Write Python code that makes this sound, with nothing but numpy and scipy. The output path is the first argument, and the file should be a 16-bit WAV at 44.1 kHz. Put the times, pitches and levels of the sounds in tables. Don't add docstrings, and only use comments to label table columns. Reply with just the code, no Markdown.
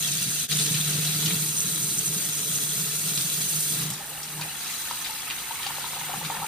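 import sys
import numpy as np
from scipy import signal
from scipy.fft import rfft, irfft, next_fast_len
from scipy.io import wavfile
from scipy.ndimage import uniform_filter1d

SR = 44100
rng = np.random.default_rng(int(sys.argv[2]) if len(sys.argv) > 2 else 0)


def materialize(psi):
    bounded = np.clip(np.atleast_2d(psi).T, -1, 1)
    quanta = np.round(bounded * 32767).astype(np.int16)
    wavfile.write(sys.argv[1], SR, quanta)


N = 285327
TIME = np.arange(N) / SR

# time in seconds,
# drumming on the steel in dB, spatter in dB (both relative).
DRAINAGE = [(0, -38, -33), (.46, -41.5, -34), (.52, -35, -33), (1.33, -33.5, -33), (1.5, -40, -37),
            (2.9, -40, -36), (3.25, -40, -35), (3.8, -40, -36), (4.05, -51, -47.5), (4.45, -47, -45),
            (4.75, -59.5, -39), (5.45, -60, -44.5), (5.85, -51.5, -40.5), (6.47, -42.5, -45)]
# start in seconds, peak in dB, pitch in Hz,
# swell in seconds, offshoot bubble in dB against the peak.
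AIR_POCKETS = [(3.92, -42, 804, 0.0033, -12), (4.004, -38, 785, 0.0041, -15),
               (4.394, -33, 915, 0.0018, -15), (4.412, -28, 850, 0.00099, -12),
               (4.91, -22, 930, 0.0011, -13), (5.094, -33, 872, 0.0042, -14),
               (5.302, -37, 1030, 0.0013, -8), (5.5075, -27.5, 874, 0.0027, -10),
               (5.601, -34, 885, 0.0021, -10), (5.664, -30, 780, 0.0035, -6),
               (5.698, -31, 895, 0.0012, -10), (5.706, -29, 950, 0.0012, -14),
               (5.783, -27, 870, 0.0008, -12), (5.842, -27, 960, 0.0015, -6), (5.86, -35, 930, 0.0031, -9),
               (5.933, -30, 910, .0012, -15), (6.012, -30, 910, 0.0019, -11), (6.101, -31, 940, 0.001, -2),
               (6.117, -32, 920, 0.0017, -1), (6.137, -23.5, 796, 0.0024, -9), (6.217, -38, 810, 0.0022, 2),
               (6.3, -21.5, 820, 0.0019, -8), (6.318, -33, 910, 0.0033, -16),
               (6.346, -29, 837, 0.0031, -14), (6.365, -29, 950, 0.0022, -14),
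               (6.38, -33, 890, 0.0013, -14), (6.417, -28, 806, 0.0032, -5), (6.426, -27, 888, 0.003, -5),
               (6.443, -28, 830, 0.002, -9)]


def from_db(db):
    return 10 ** (np.asarray(db) / 20)


def rms_one(x):
    return x / np.sqrt(np.mean(x ** 2) + 1e-20)


def gains(rows):
    s, *columns = np.transpose(rows)
    return [from_db(np.interp(TIME, s, c)) for c in columns]


def drift(rate_hz):
    step, settle = 40, 2000
    r = np.exp(-2 * np.pi * rate_hz * step / SR)
    noise = rng.standard_normal(N // step + settle + 2)
    slow = signal.lfilter([1], [1, -2 * r, r * r], noise)[settle:]
    return np.interp(np.arange(N) / step, np.arange(len(slow)), rms_one(slow))


def coloured(x, colour):
    hz, db = np.transpose(colour)
    size = next_fast_len(N, True)
    log_hz = np.log(np.fft.rfftfreq(size, 1 / SR) + 1)
    shape = from_db(np.interp(log_hz, np.log(hz), db))
    return rms_one(irfft(rfft(x, size) * shape, size)[..., :N])


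def ring(clicks, hz, t60_s):
    r = from_db(-60 / (t60_s * SR))
    w = 2 * np.pi * hz / SR
    return signal.lfilter([0, np.sin(w)], [1, -2 * r * np.cos(w), r * r], clicks + 1e-18)


def drops(per_s, spread_db):
    heights = from_db(spread_db * np.minimum(rng.exponential(1, N), 5))
    sizes = heights * rng.choice([-1, 1], N)
    return sizes * (rng.random(N) < per_s / SR)


def placed(x, lag_s, pan_db):
    size = next_fast_len(N, True)
    delay = np.exp(-2j * np.pi * np.fft.rfftfreq(size, 1 / SR) * lag_s)
    left = irfft(rfft(x, size) * delay, size)[:N]
    return np.array([left * from_db(pan_db / 2), x * from_db(-pan_db / 2)])


def basin(x, wet_db, t60_s):
    t = TIME[:SR // 3]
    decay = from_db(-60 * t / t60_s) * (t > .001)
    echoes = rng.standard_normal((2, len(t))) * decay
    echoes /= np.sqrt(np.sum(echoes ** 2, axis=1, keepdims=True))
    return x + from_db(wet_db) * signal.fftconvolve(x, echoes, axes=1)[:, :N]


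def resonant(x, modes):
    lifted = x
    for hz, db, t60_s in modes:
        q = hz * t60_s * np.pi / np.log(1000)
        lifted = lifted + from_db(db) * signal.lfilter(*signal.iirpeak(hz, q, fs=SR), x)
    return rms_one(lifted)


def bubbles(count, low_hz, high_hz, cycles, spread_db, lag_spread_s):
    when, pitch, strength, damping, place, pan = rng.random((count, 6)).T[:, :, None]
    hz = low_hz * (high_hz / low_hz) ** pitch
    life_s = cycles * (.5 + damping) / hz
    t = TIME[:min(int(3 * SR * cycles / low_hz), SR // 40)]
    peak = from_db(spread_db * np.minimum(-np.log(1 - strength), 4)) * hz / high_hz
    envelope = peak * np.exp(-t / life_s) * (1 - np.exp(-t * hz))
    note = envelope * np.sin(2 * np.pi * hz * t * (1 + 0.015 * t / life_s))
    sides = []
    for side in (-1, 1):
        lag = (1 + side * (place - .5)) * lag_spread_s * SR
        at = (when * N + lag).astype(int) + np.arange(len(t))
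        heard = note * from_db(side * 8.0 * (pan - .5))
        sides.append(np.bincount(at.ravel(), heard.ravel(), N)[:N])
    return rms_one(np.array(sides))


def kitchen():
    # frequency in Hz, relative spectral level in dB.
    room_colour = [(20, -12), (55, 0), (120, -2), (300, -1.5), (600, -11.5), (2000, -7.5), (10000, -69)]
    air = rng.standard_normal(N) + 0.084 * rng.standard_normal((2, N))
    return from_db(-51.5) * coloured(air, room_colour)


def stream(jet_level, foam_level):
    # frequency in Hz, relative spectral level in dB.
    jet_colour = [(500, -29), (2000, -34), (4500, -6.5), (7000, 1), (9500, 4.5), (12000, 1.5), (15500, 1.5)]
    foam_colour = [(2500, -17), (5000, -9.5), (6400, 11), (7600, -5), (8200, 8), (9050, 6), (10000, 3.5),
                   (12000, -23), (16000, -50)]
    flutter = from_db(1.0 * drift(90))
    jet = jet_level * coloured(rng.standard_normal(N) * flutter, jet_colour)
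    fizz = bubbles(count=14000, low_hz=5340, high_hz=13100, cycles=2.0, spread_db=1.0, lag_spread_s=0)[0]
    foam = foam_level * coloured(fizz * from_db(3.2 * drift(24)), foam_colour)
    jet_wash = jet_level * coloured(rng.standard_normal((2, N)), jet_colour)
    foam_wash = foam_level * coloured(rng.standard_normal((2, N)), foam_colour)
    direct = placed(jet + foam, lag_s=.000221, pan_db=-1.0)
    sway = from_db(.55 * drift(10))
    return sway * from_db(3.5) * (direct + from_db(-10.0) * (jet_wash + foam_wash))


def spatter():
    # frequency in Hz, relative spectral level in dB.
    spatter_colour = [(200, -11), (650, -4.5), (1050, -8), (1320, -1.5), (2100, -4.5), (2700, -1.5),
                      (3400, 3.5), (3950, 3), (4500, -1.5), (6300, 2), (8000, 0), (15000, -57)]
    # frequency in Hz, lift in dB, t60 in seconds.
    colander_modes = [(1777, 0, 0.066), (2350, -5, 0.068), (2710, 6, 0.065), (3710, -14, 0.023),
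                      (4004, -1.5, 0.0099), (4490, 11.5, 0.064), (4830, -22, 0.057), (6300, -8, 0.0028)]
    ticks = 0
    for lag_s in (-.00007, -.00003, .00002):
        bursts = 1800 * from_db(3.3 * drift(25))
        ticks = ticks + placed(drops(bursts, spread_db=4.5), lag_s, pan_db=3.5)
    tinkle = bubbles(count=3500, low_hz=1519, high_hz=6990, cycles=5.6, spread_db=2.0, lag_spread_s=.0003)
    sway = from_db(0.32 * drift(16.0))
    water = basin((rms_one(ticks) + from_db(-6.0) * tinkle) * sway, wet_db=2, t60_s=0.12)
    level = gains(DRAINAGE)[1] * from_db(3.5)
    return level * resonant(coloured(water, spatter_colour), colander_modes)


def pour():
    # time in seconds, level in dB.
    strands = [(0, -42), (.45, -42), (.51, -36), (.8, -38), (1.3, -41), (1.5, -50), (3.0, -53), (3.25, -48),
               (3.8, -48), (4.0, -72)]
    # frequency in Hz, relative spectral level in dB.
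    strand_colour = [(1200, -4.5), (2200, -4), (2700, -0.5), (3700, 6), (4400, -0.5), (5500, -16)]
    cloud = bubbles(count=5000, low_hz=1399, high_hz=5175, cycles=10.0, spread_db=1.5, lag_spread_s=.0001)
    clumps = from_db(2.3 * drift(40))
    return gains(strands)[0] * basin(coloured(cloud * clumps, strand_colour), wet_db=-1.5, t60_s=0.14)


def falling_water():
    # centre in seconds, peak in dB, swell in seconds.
    clumps = [(0.136, -38, 0.033), (.28, -33, 0.025), (.561, -30, 0.014), (.602, -29, 0.018),
              (.675, -35, 0.0074), (0.712, -22, 0.0053), (.754, -27.5, 0.0085), (.895, -30, 0.012),
              (.948, -27, 0.013), (.99, -27.5, 0.015), (1.06, -32, 0.019), (1.154, -28, 0.0074),
              (1.186, -32, 0.0067), (1.261, -25.5, 0.02), (1.332, -27, .009), (1.366, -30, 0.009),
              (1.424, -30, .014), (1.662, -31.5, 0.012), (1.837, -34.5, 0.018), (1.988, -34, 0.0096),
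              (2.103, -34, 0.023), (2.17, -33, 0.012), (2.298, -38, 0.01), (2.558, -37, 0.017),
              (2.806, -34, 0.019), (2.899, -43, 0.012), (3.06, -33.5, 0.018), (3.181, -35, 0.0088),
              (3.259, -34.5, 0.011), (3.574, -35, 0.015), (3.725, -35, .014), (3.845, -32, 0.069),
              (4.4, -37, 0.048), (6.18, -37, 0.0076), (6.257, -35.5, 0.022)]
    throb_db, throb_hz = 2.5, 20
    run_off = gains(DRAINAGE)[0] * from_db(throb_db * drift(throb_hz))
    gushes = [from_db(db) * np.exp(-.5 * ((TIME - s) / swell_s) ** 2) for s, db, swell_s in clumps]
    return np.sqrt(run_off ** 2 + np.sum(np.square(gushes), axis=0))


def drumming():
    # frequency in Hz, relative level in dB, t60 in seconds.
    sink_modes = [(125.6, -10.5, 0.2), (152.2, 1, 0.45), (161.7, -4.5, 0.17), (188, -8, 0.23),
                  (229, -16.5, 0.27), (298.3, -19, 0.28), (322.6, -14, 0.13), (402.6, -16.5, 0.14),
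                  (440, -15.5, 0.16), (577, -27, 0.26)]
    # time in seconds, tilt in dB per octave.
    landing = [(0, -4), (.45, -2), (.6, 0), (1.4, -0.5), (1.9, 3), (2.6, 4.5), (3.4, 1.5), (3.9, -1.5),
               (4.4, 2.5), (6.47, -1)]
    thump_below_hz, sing_db = 260, 2
    hits, tilt = drops(900, spread_db=1.0), gains(landing)[0]
    pivot_hz = sink_modes[1][0]
    low, high = 0, 0
    for hz, db, t60_s in sink_modes:
        ringing = ring(hits * rng.standard_normal(N), hz, t60_s)
        mode = from_db(db) * tilt ** np.log2(hz / pivot_hz) * ringing
        if hz < thump_below_hz:
            low = low + mode
        else:
            high = high + mode
    water = falling_water()
    power = (low + high) ** 2
    quick_power = uniform_filter1d(uniform_filter1d(power, size=1400), size=600)
    thumps = water * low / np.sqrt(quick_power + 1e-9)
    slow_power = uniform_filter1d(power, size=30000)
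    singing = uniform_filter1d(water, size=9000) * high / np.sqrt(slow_power + 1e-9)
    radiation = signal.butter(4, 116, "high", fs=SR, output="sos")
    steel = signal.sosfilt(radiation, thumps + from_db(sing_db) * singing)
    return placed(steel, lag_s=-0.00006, pan_db=-2.0)


def slaps():
    # start in seconds, level in dB, centre in Hz, spray decay in seconds.
    fat_drops = [(0.517, -15, 4100, 0.0036), (0.524, -20, 4030, .0034), (0.5894, -18, 3840, 0.0018),
                 (0.597, -16, 4500, 0.0047), (.616, -20, 4160, .0015), (0.661, -15.5, 6450, .004),
                 (0.744, -17, 4120, 0.005), (1.051, -17, 3980, .0034), (1.26, -16, 4000, 0.0066),
                 (1.28, -22, 2900, .004), (1.3064, -22, 2240, .004), (2.5297, -26, 6890, .002),
                 (3.176, -19.5, 4150, .0034), (3.21, -19, 4120, 0.003), (3.818, -26, 4800, .005),
                 (3.903, -17.5, 9200, 0.0042), (3.937, -20.5, 6750, 0.0022), (4.232, -23.5, 5830, 0.0045),
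                 (4.288, -29, 4900, .003), (4.413, -23, 4740, 0.0029), (4.421, -24.5, 2560, .005),
                 (4.431, -27, 2690, .005), (4.911, -24, 3850, .004), (5.045, -25, 3350, .009),
                 (5.06, -23, 3100, .008), (5.301, -21, 2580, .002), (5.3085, -20, 2680, 0.0026),
                 (5.631, -20, 3270, .0016), (5.6655, -16, 3700, .003), (6.249, -26, 3620, 0.013)]
    patter_db, patter_rise_s, patter_decay_s = -20, 0.013, .016
    out, lead = np.zeros(N), SR // 25
    t = TIME[:SR // 8] - TIME[lead]
    after, landed = np.maximum(t, 0), t >= 0
    patter = from_db(patter_db) * np.exp(-np.maximum(-t / patter_rise_s, t / patter_decay_s))
    for s, db, hz, spray_s in fat_drops:
        burst = 0.44 * landed * np.exp(-after / spray_s)
        contact = signal.butter(2, [hz / 1.6, min(hz * 1.48, SR / 3)], "band", fs=SR, output="sos")
        noise = rms_one(signal.sosfilt(contact, rng.standard_normal(len(t))))
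        spray = noise * np.hypot(burst, patter)
        crack = 0.87 * np.sin(2 * np.pi * hz * after) * np.exp(-after * hz / 3)
        at = round(s * SR) - lead
        out[at:at + len(t)] += (from_db(db) * (crack + spray))[:N - at]
    return basin(placed(out, lag_s=-0.000017, pan_db=1.5), wet_db=0, t60_s=0.14)


def churning():
    start_s, onset_s, start_db, deepening_db_per_s = 3.75, 0.25, -62, 8
    swarm_db, swarm_rise_s, swarm_decay_s = -21, 0.005, 0.055
    age_s = TIME - start_s
    onset = np.clip(age_s / onset_s, 0, 1)
    power = (onset * from_db(start_db + deepening_db_per_s * age_s)) ** 2
    for s, db, *_ in AIR_POCKETS:
        swarm = np.exp(-np.maximum((s - TIME) / swarm_rise_s, (TIME - s) / swarm_decay_s))
        power = power + (from_db(db + swarm_db) * swarm) ** 2
    return np.sqrt(power)


def gurgle(splash_level):
    # frequency in Hz, relative spectral level in dB.
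    gurgle_colour = [(200, -4), (500, 18), (650, -5), (880, -1.5), (1100, -12), (1550, -1), (3000, -9)]
    splash_colour = [(300, -4), (650, -11.5), (850, 0), (1300, 2), (2100, 4), (2800, 5.5), (4200, 1),
                     (7000, -41), (15000, -42)]
    # frequency in Hz, lift in dB, t60 in seconds.
    basin_modes = [(722, 10, 0.091), (885, 5.5, 0.015), (1255, 1, 0.044), (2440, -18, 0.19),
                   (4075, -21, 0.05), (4700, 2.5, 0.0095)]
    large = bubbles(count=1100, low_hz=703, high_hz=1700, cycles=2.3, spread_db=2.5, lag_spread_s=.00006)
    large = coloured(large, gurgle_colour)
    small = bubbles(count=2800, low_hz=1023, high_hz=4580, cycles=8.2, spread_db=2.5, lag_spread_s=0.00016)
    impacts = rms_one(drops(2500, spread_db=0.0))
    splash = coloured(small + from_db(6.0) * impacts, splash_colour) * from_db(0.59 * drift(26))
    deep = churning() * from_db(-1.0) * resonant(large, basin_modes)
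    bright = splash_level * from_db(1.0) * resonant(splash, basin_modes)
    balance = from_db([[.8], [-.8]])
    return basin((deep + bright) * balance, wet_db=-8, t60_s=0.25)


def trickle():
    # time in seconds, level in dB.
    flow_curve = [(3.6, -75), (3.8, -58), (4.05, -44.5), (4.3, -50.5), (4.5, -45.5), (4.65, -68)]
    # frequency in Hz, relative spectral level in dB.
    gulp_colour = [(200, 0), (500, -2.5), (850, 2), (1080, -17), (1750, 0), (2500, -22)]
    # frequency in Hz, lift in dB, t60 in seconds.
    hollow_modes = [(820, 5, 0.046), (1250, 11, 0.061), (1750, -6, 0.02)]
    gulps = bubbles(count=2500, low_hz=417, high_hz=2000, cycles=4.4, spread_db=0.5, lag_spread_s=.00006)
    return gains(flow_curve)[0] * resonant(coloured(gulps, gulp_colour), hollow_modes)


def drips():
    # time in seconds, level in dB.
    drip_curve = [(3.7, -70), (4.0, -58), (4.7, -47), (5.4, -50.5), (5.8, -61), (6.47, -52)]
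    ticks = bubbles(count=420, low_hz=1410, high_hz=4940, cycles=4.0, spread_db=0.0, lag_spread_s=0.0001)
    return gains(drip_curve)[0] * basin(ticks, wet_db=2, t60_s=0.19)


def pocket(t, hz, swell_s):
    rise_per_swell = 0.019
    t = np.maximum(t, 0)
    age = t / swell_s
    return age * np.exp(1 - age) * np.sin(2 * np.pi * hz * t * (1 + rise_per_swell * age / 2))


def plops():
    slop_db, slop_decay_s = -13, 0.0073
    offshoot_ratio, offshoot_lag_s = 1.4, 0.00117
    out, t = np.zeros(N), TIME[:SR // 20]
    slop_band = signal.butter(2, [440, 2100], "band", fs=SR, output="sos")
    slop_envelope = from_db(slop_db) * np.exp(-t / slop_decay_s)
    for s, db, hz, swell_s, offshoot_db in AIR_POCKETS:
        offshoot = from_db(offshoot_db) * pocket(t - offshoot_lag_s, hz * offshoot_ratio, swell_s)
        note = pocket(t, hz, swell_s) + offshoot
        slop = slop_envelope * rms_one(signal.sosfilt(slop_band, rng.standard_normal(len(t))))
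        at = round(s * SR)
        out[at:at + len(t)] += (from_db(db) * (note + slop))[:N - at]
    return basin(placed(out, lag_s=-.00001, pan_db=1.5), wet_db=-5, t60_s=0.22)


def scene():
    # time in seconds, then jet hiss, fizz on the rice and puddle splashing in relative dB.
    flow = [(0, -31, -37.5, -70), (.45, -30.5, -34.5, -64), (.6, -31, -33, -46.5), (1.3, -28.5, -43, -47),
            (1.55, -30, -34, -46.5), (2.3, -30.5, -35.5, -47.5), (3.7, -29, -38.5, -48),
            (3.81, -30, -46, -40), (3.87, -37, -45, -42.5), (4.0, -39, -56, -44.5), (4.3, -38, -58, -44),
            (4.8, -35, -58, -41.5), (5.2, -37, -64, -41.5), (5.8, -36.5, -67, -38.5),
            (6.47, -37.5, -48, -40)]
    jet, foam, splash = gains(flow)
    draining = spatter() + pour() + drumming() + trickle() + drips()
    puddle = gurgle(splash) + plops()
    return stream(jet, foam) + draining + puddle + slaps() + kitchen()


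def record(dry):
    # time in seconds, level in dB.
    dip = [(.452, -1.5), (.466, -11), (.477, -22.5), (.491, -7.5), (.506, -1.5), (.52, -1)]
    cutoff_hz = 15400
    top_cut = signal.ellip(12, .1, 80, cutoff_hz, fs=SR, output="sos")
    return signal.sosfilt(top_cut, dry * gains(dip)[0])


dry = scene()
out = record(dry)
materialize(out)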